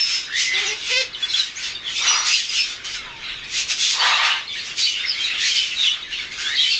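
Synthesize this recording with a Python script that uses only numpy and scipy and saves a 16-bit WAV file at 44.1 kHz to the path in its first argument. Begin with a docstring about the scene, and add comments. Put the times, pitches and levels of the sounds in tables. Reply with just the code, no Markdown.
"""Macaw chick begging in a tub

A macaw chick begs without a pause from a plastic tub, close by in a small room.
Rasping air is noise, chopped unevenly and filtered by a throat; hoarse whistles are sliding, frayed sines.
Two nasal buzzes are stacks of harmonics; two harsh growls are chopped noise through a throat and a chest.
The tub adds short echoes and ringing, the room a diffuse tail; a faint floor and a handling rumble lie below.
"""
import sys
import numpy as np
from scipy import signal
from scipy.fft import rfft, irfft
from scipy.io import wavfile
from scipy.ndimage import uniform_filter1d, map_coordinates

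SR = 44100
rng = np.random.default_rng(int(sys.argv[2]) if len(sys.argv) > 2 else 0)


def file_out(sig):
    """Save sig as 16-bit WAV at sys.argv[1]."""
    # one column per channel
    cols = np.atleast_2d(sig).T
    # limit, then scale
    lim = np.clip(cols, -1, 1)
    pcm = np.round(lim * 32767).astype(np.int16)
    wavfile.write(sys.argv[1], SR, pcm)


N = 299439
TIME = np.arange(N) / SR


def gain_of(db):
    """Logarithmic level: decibels become an amplitude factor."""
    return 10 ** (np.asarray(db) / 20)


def evened(x):
    """Normalization: scales a signal to rms 1."""
    return x / np.sqrt(np.mean(abs(x) ** 2) + 1e-20)


def read(points, hz):
    """Logarithmic frequency scale: interpolates a curve along log frequency."""
    point_hz, value = np.transpose(points)
    return np.interp(np.log(hz + 1), np.log(point_hz), value)


def curves(rows, t):
    """Piecewise-linear control: the columns of a table at the times t."""
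    s, *columns = np.transpose(rows)
    return [np.interp(t, s, column) for column in columns]


def span(start, end, fade_s=0.011):
    """Windowing: the sample times of one call, and a gain with soft ends."""
    t = np.arange(start, end, 1 / SR)
    to_nearest_end = np.minimum(t - t[0], t[-1] - t)
    return t, np.clip(to_nearest_end / fade_s, 0, 1)


def add(mix, s, sound):
    """Superposition: sums a sound into the mix from s seconds on."""
    part = mix[max(round(s * SR), 0):][:len(sound)]
    part += sound[:len(part)]


def colour(x, points):
    """Linear filtering: multiplies the spectrum by a curve in dB, then scales to rms 1."""
    hz = np.fft.rfftfreq(len(x), 1 / SR)
    return evened(irfft(rfft(x) * gain_of(read(points, hz)), len(x)))


def wander(t, hz):
    """Band-limited random fluctuation: rms 1, changing up to about hz times a second."""
    knots = rng.standard_normal(16384)
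    return evened(map_coordinates(knots, [(t - t[0]) * 2 * hz + 2], order=3, mode="wrap"))


def flaps(t, rate_hz, unevenness, depth_db):
    """Amplitude modulation: slack membranes chop the air at an uneven rate."""
    turns = np.cumsum(rate_hz * (1 + unevenness * wander(t, rate_hz))) / SR
    return evened(gain_of(depth_db * np.cos(2 * np.pi * turns)))


# One row a push of rasping air: (loudest at [s], rise [s], fade [s], relative effort [dB],
# brightness: level of the treble [dB], depth: level of the low end [dB])
PUSHES = [ (0.0, .05, 0.035, -22.5, -11, -19), (.13, 0.2, 0.1, -24.5, -2, -14.5),
          (.415, 0.057, 0.078, -24, 4.5, -18.5), (.58, 0.062, 0.17, -21, -10.5, -12.5),
          (.91, 0.098, 0.068, -23.5, -6.5, -18.5), (1.015, 0.058, 0.043, -25.5, -6.5, -13.5),
          (1.255, 0.078, 0.059, -29, -9, -9.5), (1.38, 0.057, 0.1, -24, -0.5, -12.5),
          (1.647, 0.083, 0.074, -26, -4.5, -12.5), (1.905, 0.064, 0.054, -34, -3.5, -5),
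          (1.985, 0.058, 0.048, -23, -5.5, -28.5), (2.085, 0.049, 0.14, -18, -5.5, -10),
          (2.27, 0.026, 0.13, -22.5, 5, -11.5), (2.365, 0.089, 0.086, -20, -1.5, -24.5),
          (2.56, 0.093, 0.11, -22, -2.5, -19), (2.7, 0.052, .07, -31, -1.5, -9),
          (2.847, .006, 0.086, -32, -2.5, -9), (2.958, 0.1, 0.05, -31, -2.5, -14),
          (3.07, 0.06, 0.051, -35.5, -18, -6.5), (3.287, .11, 0.12, -29, -18.5, -11.5),
          (3.445, 0.01, 0.021, -40, 3, -7), (3.595, 0.078, 0.047, -23.5, 0.5, -18.5),
          (3.715, 0.03, 0.028, -22.5, 2, -13), (3.845, 0.067, 0.065, -21, 2.5, -19),
          (3.91, 0.033, 0.076, -23, 3.5, -15.5), (4.05, 0.05, 0.17, -14, -11, -7),
          (4.254, 0.043, .1, -11.5, -16, -10), (4.585, 0.097, 0.074, -29, -13, -22),
          (4.675, 0.13, 0.088, -32, -4.5, -12.5), (4.795, 0.026, 0.11, -24, 2, -20),
          (4.87, .05, 0.089, -22.5, -6, -26.5), (4.99, 0.063, 0.28, -26.5, -15.5, -14),
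          (5.255, 0.16, 0.08, -30, -0.5, -13.5), (5.354, 0.08, 0.045, -25, -21.5, -11),
          (5.48, 0.12, 0.072, -22, -1, -20.5), (5.565, 0.028, 0.17, -19.5, -6.5, -20),
          (5.73, 0.088, 0.04, -29, -19.5, -12), (5.87, 0.11, 0.066, -21.5, -6.5, -15.5),
          (5.95, 0.055, 0.099, -27, -17, -12.5), (6.13, 0.039, 0.078, -26.5, -16.5, -18),
          (6.215, 0.061, .07, -29.5, -12, -12.5), (6.33, 0.022, .05, -31, -7, -14),
          (6.415, 0.056, 0.18, -29.5, -1.5, -10), (6.62, .045, 0.18, -20.5, -7, -17.5),
          (6.74, 0.1, .05, -20.5, -10.5, -29)]
PUSH_DROP_DB, PUSH_CURVE = 10.5, 1.34  # sinking within one rise or fade time; roundness of the top
IDLE_DB, IDLE_BRIGHTNESS_DB, IDLE_DEPTH_DB = -41.5, -15, -6  # the thin hiss left between pushes


def rasp_controls(t):
    """Power summation: overlapping pushes add, and the strongest weighs most in brightness and depth."""
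    s, rise_s, fade_s, db, bright_db, depth_db = np.transpose(PUSHES)[:, :, None]
    away = np.maximum((s - t) / rise_s, (t - s) / fade_s)
    power = gain_of(db - PUSH_DROP_DB * abs(away) ** PUSH_CURVE) ** 2
    idle = gain_of(IDLE_DB) ** 2
    total = power.sum(0) + idle
    effort_db = 10 * np.log10(total)
    mean_bright_db = ((power * bright_db).sum(0) + idle * IDLE_BRIGHTNESS_DB) / total
    mean_depth_db = ((power * depth_db).sum(0) + idle * IDLE_DEPTH_DB) / total
    return effort_db, mean_bright_db, mean_depth_db


# Resonance curve of the throat at its resting colour: (frequency [Hz], relative level [dB])
THROAT_CURVE = [(100, -62.5), (400, -31.5), (700, -20.5), (1000, -17), (1300, -9.5), (1750, -4.5),
                (2150, -1), (2800, 1), (3700, -1), (5100, -4.5), (6700, -8), (7600, -17.5), (8400, -28),
                (9200, -54)]
# How far brightness reaches each frequency: (frequency [Hz], share of the brightness [0-1])
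BRIGHTNESS_REACH = [(3500, 0.16), (4600, 0.77), (5600, 1), (6900, 1), (8500, 0.92)]
# How far depth reaches each frequency: (frequency [Hz], share of the depth [0-1])
DEPTH_REACH = [(400, 1), (1400, 0.94), (1800, 0.95), (2400, 0)]
REST_BRIGHTNESS_DB, REST_DEPTH_DB = -6, -12  # where the throat has its resting colour


def rasp():
    """Source and filter: turbulent air through a throat whose narrow resonances come and go."""
    air = rng.standard_normal(N) * flaps(TIME, rate_hz=170, unevenness=0.42, depth_db=1.3)
    hz, t, z = signal.stft(air, SR, nperseg=512, noverlap=384)
    effort_db, bright_db, depth_db = rasp_controls(t)
    throat = gain_of(read(THROAT_CURVE, hz))
    middle = (hz > 2200) & (hz < 4400)
    throat /= np.sqrt(np.mean(throat ** 2 * middle))
    # random patches, 3 bins high and 13 frames long
    patches = uniform_filter1d(rng.standard_normal(z.shape), size=3, axis=0)
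    patches = evened(uniform_filter1d(patches, size=13, axis=1))
    # a bright or forced hiss is smooth; a darker, softer rasp rings more
    patchy_db = np.interp(bright_db, [-10, 2], [3.4, 1.9]) * np.interp(effort_db, [-22, -15], [1, .6])
    shape_db = np.outer(read(BRIGHTNESS_REACH, hz), bright_db - REST_BRIGHTNESS_DB)
    shape_db += np.outer(read(DEPTH_REACH, hz), depth_db - REST_DEPTH_DB)
    z = z * throat[:, None] * gain_of(effort_db + shape_db + patchy_db * patches)
    return signal.istft(z, SR, nperseg=512, noverlap=384)[1][:N]


# One row a whistle: (start [s], rise [s], fade [s], pitch when loudest [Hz],
# slide when loudest [octaves/s], relative level [dB], hoarseness [0-1, capped at 1])
WHISTLE_CALLS = [ (0.0, 0.0023, .07, 5400, -1.2, -11, 0.4), (.01, 0.037, .11, 5270, 0, -16.5, .25),
                 (.118, .024, 0.064, 5240, -0.5, -18, 0.3), (.15, 0.037, .2, 5220, -0.5, -34, 0.2),
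                 (.265, 0.12, 0.071, 2042, 3.5, -23, 0.63), (.3, 0.089, 0.032, 3860, 2, -25, 0.84),
                 (.37, .15, 0.13, 2039, 0.1, -21, 0.49), (.535, 0.027, 0.042, 3624, -3, -18.5, .78),
                 (0.649, 0.029, 0.069, 6190, -1.5, -26, 1), (0.831, 0.1, 0.032, 2480, -0.5, -25.5, 0.8),
                 (1.122, 0.022, 0.021, 3850, -17, -27, 0.57), (1.14, 0.0088, 0.028, 3015, 0.5, -25, 0.5),
                 (1.218, 0.019, 0.017, 3397, 1, -17, .14), (1.275, 0.042, 0.069, 4000, -2.5, -23.5, 0.64),
                 (1.33, 0.014, 0.055, 3350, -1.5, -15.5, .74), (1.353, 0.044, 0.056, 3983, -1.5, -14, 0.57),
                 (1.549, 0.03, 0.031, 2405, 6.5, -26, 0.7), (1.545, 0.026, .03, 6500, 1.8, -27.5, 0.84),
                 (1.745, 0.009, 0.072, 3630, 1, -28, 0.53), (1.742, 0.011, 0.015, 4590, 2, -28.5, 0.4),
                 (1.277, .02, .03, 5430, 1, -33, 0.5), (1.83, 0.051, 0.064, 3260, -1.5, -25, 0.77),
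                 (1.945, .023, .03, 2320, 2, -34, 0.1), (1.98, 0.035, .05, 3670, 1, -25, .58),
                 (2.011, .02, .025, 5770, -2.5, -24, .4), (2.05, 0.026, 0.026, 3960, 2.5, -18, 0.36),
                 (2.062, 0.027, 0.099, 5915, -.5, -13.5, 0.52),
                 (2.151, 0.029, 0.087, 5830, -0.3, -20.5, 0.5), (2.062, .018, 0.066, 2946, -1, -17, .38),
                 (2.114, 0.038, .022, 4900, 1.8, -16, 0.2), (2.26, 0.084, .13, 2817, 2.3, -18.5, 0.87),
                 (2.317, 0.026, 0.037, 4950, -1, -14, 0.54), (2.481, 0.014, 0.055, 4860, -0.5, -24, .8),
                 (2.5, 0.097, 0.073, 2726, -2, -20, 0.75), (2.565, 0.049, 0.052, 5250, 0.7, -17.5, .5),
                 (2.92, .04, 0.15, 1490, -3.5, -42, .25), (3.02, 0.054, .16, 1006, -2, -43.5, .3),
                 (3.221, 0.024, 0.53, 4000, -1, -39, 0.75), (3.785, 0.051, 0.11, 3420, -0.2, -18, 0.74),
                 (3.983, 0.017, .03, 4570, -3.5, -16.5, 0.45), (4.11, .035, 0.056, 3820, -.5, -19, 0.5),
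                 (4.466, .018, .015, 4220, -4, -29, .45), (4.485, .012, 0.052, 3570, -1, -28, 0.57),
                 (4.546, 0.023, 0.018, 1826, -0.5, -32.5, 0.7), (4.791, .065, 0.013, 4410, -1.5, -16, 0.64),
                 (4.806, 0.028, 0.046, 3920, 1, -14, 0.6), (4.849, .025, 0.055, 3006, -0.9, -15, 0.25),
                 (4.891, 0.072, 0.057, 2900, 1, -23, 0.66), (5.027, .023, 0.023, 2127, -1, -24, 0.62),
                 (5.045, 0.051, 0.073, 4900, -4, -20.5, 0.85),
                 (5.14, 0.024, 0.044, 2226, -1.5, -29.5, 0.48), (5.188, .018, 0.033, 3160, 1.5, -21.5, .15),
                 (5.221, 0.033, 0.047, 3880, -0.5, -20.5, .55), (5.23, 0.085, .1, 2727, -0.2, -25.5, 0.91),
                 (5.361, .105, .05, 4184, 3.5, -21, 0.92), (5.38, 0.092, 0.033, 2165, 4.5, -21.5, 0.8),
                 (5.502, 0.016, 0.025, 3130, 0.5, -18, 0.54), (5.549, 0.041, 0.065, 3040, 0, -16, 0.46),
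                 (5.553, .017, 0.045, 5070, -1.5, -16, 1.12), (5.67, 0.053, 0.033, 2850, -3.5, -26, 0.55),
                 (5.755, 0.074, 0.093, 3610, -2, -14, 0.69), (5.862, .021, .03, 2960, -2, -10, 0.4),
                 (5.89, .03, 0.054, 3500, -1, -21, 0.67), (5.904, .017, .015, 2996, 0, -17.5, .05),
                 (6.017, 0.012, 0.015, 3820, -4, -25, 0.2), (6.068, 0.013, .02, 1750, 0, -32, 0.27),
                 (6.184, .013, 0.023, 2260, -3.5, -24, 0.15), (6.37, 0.16, 0.066, 1897, 3.5, -26.5, 0.62),
                 (6.53, .1, .09, 2010, 0, -27, 0.49), (6.39, 0.1, 0.14, 3570, 3, -26.5, 0.43),
                 (6.54, .03, 0.035, 4200, -2, -21.5, 0.98), (6.565, 0.063, .03, 3850, 0.2, -10, 0.71),
                 (6.565, 0.036, 0.056, 3267, 2.5, -13.5, 0.4), (6.63, .015, 0.12, 3040, 0.5, -15.5, .37),
                 (6.672, 0.043, 0.13, 4535, -.7, -19, 0.77)]
WHISTLE_EDGE_DB, WHISTLE_CURVE = -16.5, 1.11  # fall towards a whistle's two ends; roundness of the top
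SLIDE_S = .11  # a slide levels off about this far from the loudest moment


def whistle(start, rise_s, fade_s, pitch_hz, slide, level_db, hoarse,
            stutter_hz=115, stutter_db=6, scatter_hz=330, jitter_hz=220, overtone_db=-19, fray=.9,
            quaver_hz=30, quaver_db=2, quaver_octaves=0.0059):
    """Frequency modulation: a squeal of the syrinx slides and quavers; hoarseness stutters and frays it."""
    t, window = span(start, start + rise_s + fade_s)
    since_top = t - start - rise_s
    away = abs(np.maximum(-since_top / rise_s, since_top / fade_s))
    db = level_db + WHISTLE_EDGE_DB * away ** WHISTLE_CURVE
    hoarse = np.clip(hoarse, 0, 1)
    octaves = slide * SLIDE_S * np.tanh(since_top / SLIDE_S) + quaver_octaves * wander(t, quaver_hz)
    hz = pitch_hz * 2 ** octaves
    scatter = scatter_hz * hoarse ** 3 * wander(t, jitter_hz)
    phase = 2 * np.pi * np.cumsum(hz + scatter) / SR
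    # the membrane slips in and out of step, which breaks the tone into a narrow ragged band
    phase += fray * hoarse * wander(t, stutter_hz)
    stutter = flaps(t, stutter_hz, unevenness=0.502, depth_db=stutter_db * np.sqrt(hoarse))
    stutter = evened(stutter * gain_of(quaver_db * wander(t, quaver_hz)))
    # the throat weighs the octave overtone against the fundamental
    overtone = gain_of(overtone_db + read(THROAT_CURVE, 2 * hz) - read(THROAT_CURVE, hz))
    tone = evened(np.sin(phase) + overtone * np.sin(2 * phase))
    return start, gain_of(db) * window * stutter * tone


def stray_squeaks(count=130, rise_s=.022, fade_s=.045, below_db=-1, spread_db=8, slide=3.5,
                  low_hz=1800, high_hz=5200, hoarse=.5):
    """Random excitation: rows for small whistles inside the rasp that follow its effort and colour."""
    for when, pitch, glide, size in rng.random((count, 4)):
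        s = when * (N / SR - rise_s - fade_s)
        hz = low_hz * (high_hz / low_hz) ** pitch
        effort_db, bright_db, _ = np.ravel(rasp_controls(s + rise_s))
        extra_db = bright_db - REST_BRIGHTNESS_DB
        colour_db = read(THROAT_CURVE, hz) + read(BRIGHTNESS_REACH, hz) * extra_db
        db = effort_db + colour_db + below_db + spread_db * (size - .5) - .5 * max(extra_db, 0)
        yield s, rise_s, fade_s, hz, slide * (2 * glide - 1), db, hoarse


# Spectrum of the still room: (frequency [Hz], relative level [dB])
FLOOR_SPECTRUM = [(12, -42.5), (20, -1.5), (54, -1), (143, -1.5), (189, -8), (232, 0), (290, -5), (344, 0),
                  (615, -8), (944, -8.5), (1200, -3.5), (1560, -48), (2640, -120)]


def still_room(level_db=-49.5):
    """Stationary background noise: Gaussian noise shaped by a fixed low spectrum."""
    return gain_of(level_db) * colour(rng.standard_normal(N), FLOOR_SPECTRUM)


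# Course of the handling noise: (time [s], level [dB])
HANDLING_LEVEL = [(0, -63.5), (1.5, -58), (2.6, -61), (3.1, -51), (3.75, -55), (4.1, -64), (6.2, -54.5),
                  (6.79, -61)]
# Spectrum of the handling noise: (frequency [Hz], relative level [dB])
HANDLING_SPECTRUM = [(15, -8), (40, 4), (90, -11.5), (150, -5.5), (400, -24), (900, -56.5)]


def handling_rumble():
    """Structure-borne noise: a hand's handling, as low-frequency noise that swells and sinks."""
    level_db = curves(HANDLING_LEVEL, TIME)[0]
    return gain_of(level_db) * colour(rng.standard_normal(N), HANDLING_SPECTRUM)


# One inner table a buzz: (time [s], pitch [Hz], relative level [dB], pitch jitter [share of the pitch])
BUZZ_CALLS = [
    [(.53, 376, -36, 0.021), (.57, 387, -31.5, .02), (.62, 420.6, -33, 0.016), (.66, 376.7, -30.5, 0.036),
     (.69, 426.6, -32.5, 0.032), (.725, 430.6, -28.5, 0.028), (.745, 402, -30, .03)],
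    [(.895, 411, -31.5, 0.013), (.92, 514, -20.5, .01), (.95, 496.3, -19.5, 0.0095),
     (.975, 517, -13, 0.0065), (.997, 529.5, -19, 0.0054), (1.011, 518.6, -15, 0.019),
     (1.03, 404, -30, .025)],
]
# Resonance curve of the throat in a buzz: (frequency [Hz], relative level [dB])
BUZZ_CURVE = [(250, -8), (400, 2.5), (520, -9), (800, -4), (1050, -22.5), (1550, -14.5), (2050, -1.5),
              (2600, -1.5), (4100, -6), (5200, -5), (6200, -15.5), (7200, -22), (9000, -47)]


def buzz(rows):
    """Harmonic series: membranes locked into regular pulses give 20 partials, weighed by the throat."""
    t, window = span(rows[0][0], rows[-1][0])
    hz, db, jitter = curves(rows, t)
    phase = 2 * np.pi * np.cumsum(hz * (1 + jitter * wander(t, hz=210))) / SR
    stack = 0
    for k in range(1, 21):
        stack = stack + gain_of(read(BUZZ_CURVE, k * hz)) * np.cos(k * phase + 2 * np.pi * rng.random())
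    return t[0], gain_of(db) * window * evened(stack)


# One row a growl: (start [s], rise [s], hold [s], fade [s], relative level [dB],
# factor on the throat's frequencies [1], chest against throat at the end of the rise [dB])
GROWL_CALLS = [(1.979, 0.13, 0.097, 0.12, -20.5, 1.085, -22), (3.93, 0.096, .25, 0.16, -18.5, 0.99, -27)]
# Resonance curve of the wide-open throat: (frequency [Hz], relative level [dB])
GROWL_CURVE = [(150, -61), (330, -56.5), (480, -16.5), (650, -3.5), (900, 7.5), (1200, 11.5), (1500, -2),
               (1900, 8.5), (2350, -19.5), (3000, -9.5), (3900, 6), (4800, -5), (8000, -53.5)]
# Resonance curve of the chest: (frequency [Hz], relative level [dB])
CHEST_CURVE = [(130, -32.5), (270, -11), (400, 2), (520, -2), (900, -41)]
GROWL_EDGE_DB, GROWL_SAG_DB = -22, -4  # relative level at a growl's ends and at the end of its hold
CHEST_FADE_DB_PER_S = 48  # the chest sounds mostly at the start


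def growl(start, rise_s, hold_s, fade_s, level_db, size, chest_db):
    """Chaotic vibration: flapping membranes excite the wide-open throat and the chest together."""
    corners = start + np.cumsum([0, rise_s, hold_s, fade_s])
    t, window = span(start, corners[-1])
    db = level_db + np.interp(t, corners, [GROWL_EDGE_DB, 0, GROWL_SAG_DB, GROWL_EDGE_DB])
    air = rng.standard_normal(N)[:len(t)] * flaps(t, rate_hz=150, unevenness=0.28, depth_db=0.5)
    throat = colour(air, [(hz * size, peak_db) for hz, peak_db in GROWL_CURVE])
    chest_fall_db = CHEST_FADE_DB_PER_S * (t - corners[1])
    chest = gain_of(chest_db - chest_fall_db) * colour(air, CHEST_CURVE)
    return start, gain_of(db) * window * (throat + chest)


# Reflections from the tub's nearest walls and floor: (delay [s], level against the direct sound [dB])
TUB_ECHOES = [(.00134, -26.5), (.00152, -40.5), (.0019, -29)]
# Resonances of the tub's air and walls: (frequency [Hz], bandwidth [Hz], level [dB])
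TUB_MODES = [(916, 10, -2.5), (1090, 5, 1), (1230, 11, -10), (1353, 30, -1.5), (1770, 9.2, -18),
             (1930, 7.4, -26.5), (3090, 35, -12), (3496, 45, -2.5), (3960, 14, -22)]


def tub(x):
    """Reflection and resonance: the plastic walls return quick echoes and ring at a few pitches."""
    t = np.arange(SR // 10) / SR
    taps = np.zeros(len(t))
    taps[0] = 1  # the direct sound
    for delay_s, db in TUB_ECHOES:
        taps[round(delay_s * SR)] += gain_of(db)
    for hz, width, db in TUB_MODES:
        ring = np.exp(-np.pi * width * t) * np.cos(2 * np.pi * hz * t)
        taps += gain_of(db) * 2 * np.pi * width / SR * ring
    return signal.oaconvolve(x, taps / np.linalg.norm(taps))[:N]


# Reverberation time of the room: (frequency [Hz], time to fall by 60 dB [s])
ROOM_DECAY = [(400, 0.29), (2000, 0.24), (5000, 0.22), (9000, 0.13)]


def room(x, onset_s=0.0046):
    """Diffuse reverberation: a noise tail in which each band decays at its own speed."""
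    hz, t, z = signal.stft(rng.standard_normal(SR), SR, nperseg=256)
    decay_db = -60 * t / read(ROOM_DECAY, hz)[:, None]
    z = z * gain_of(decay_db) * np.minimum(t / onset_s, 1)
    tail = signal.istft(z, SR)[1]
    return signal.oaconvolve(x, tail / np.linalg.norm(tail))[:N]


def scene():
    """Superposition: the chick's four kinds of sound in tub and room, over the background noises."""
    chick = gain_of(-2.0) * rasp()
    for rows in BUZZ_CALLS:
        add(chick, *buzz(rows))
    for row in GROWL_CALLS:
        add(chick, *growl(*row))
    for row in [*stray_squeaks(), *WHISTLE_CALLS]:
        add(chick, *whistle(*row))
    near = tub(chick)
    floor = still_room()
    handling = handling_rumble()
    return (near + gain_of(-7.0) * room(near) + floor + handling)[None]


def record(dry, threshold_db=-20, squeeze=0.46, recovery_db_per_s=30, edge_hz=9050):
    """Dynamic compression: gain control holds loud squawks down and recovers slowly; then a low-pass."""
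    power_db = 10 * np.log10(abs(uniform_filter1d(dry[0] ** 2, size=400)) + 1e-12)
    fall_db = TIME * recovery_db_per_s
    # a peak follower that sinks at the recovery rate
    peak_db = np.maximum.accumulate(power_db + fall_db) - fall_db
    over_db = np.maximum(peak_db - threshold_db, 0)
    held = dry / gain_of(squeeze * uniform_filter1d(over_db, size=200))
    low_pass = signal.firwin(401, edge_hz, window=("kaiser", 8), fs=SR)
    return signal.oaconvolve(held, low_pass[None], "same")


dry = scene()
out = record(dry)
file_out(out)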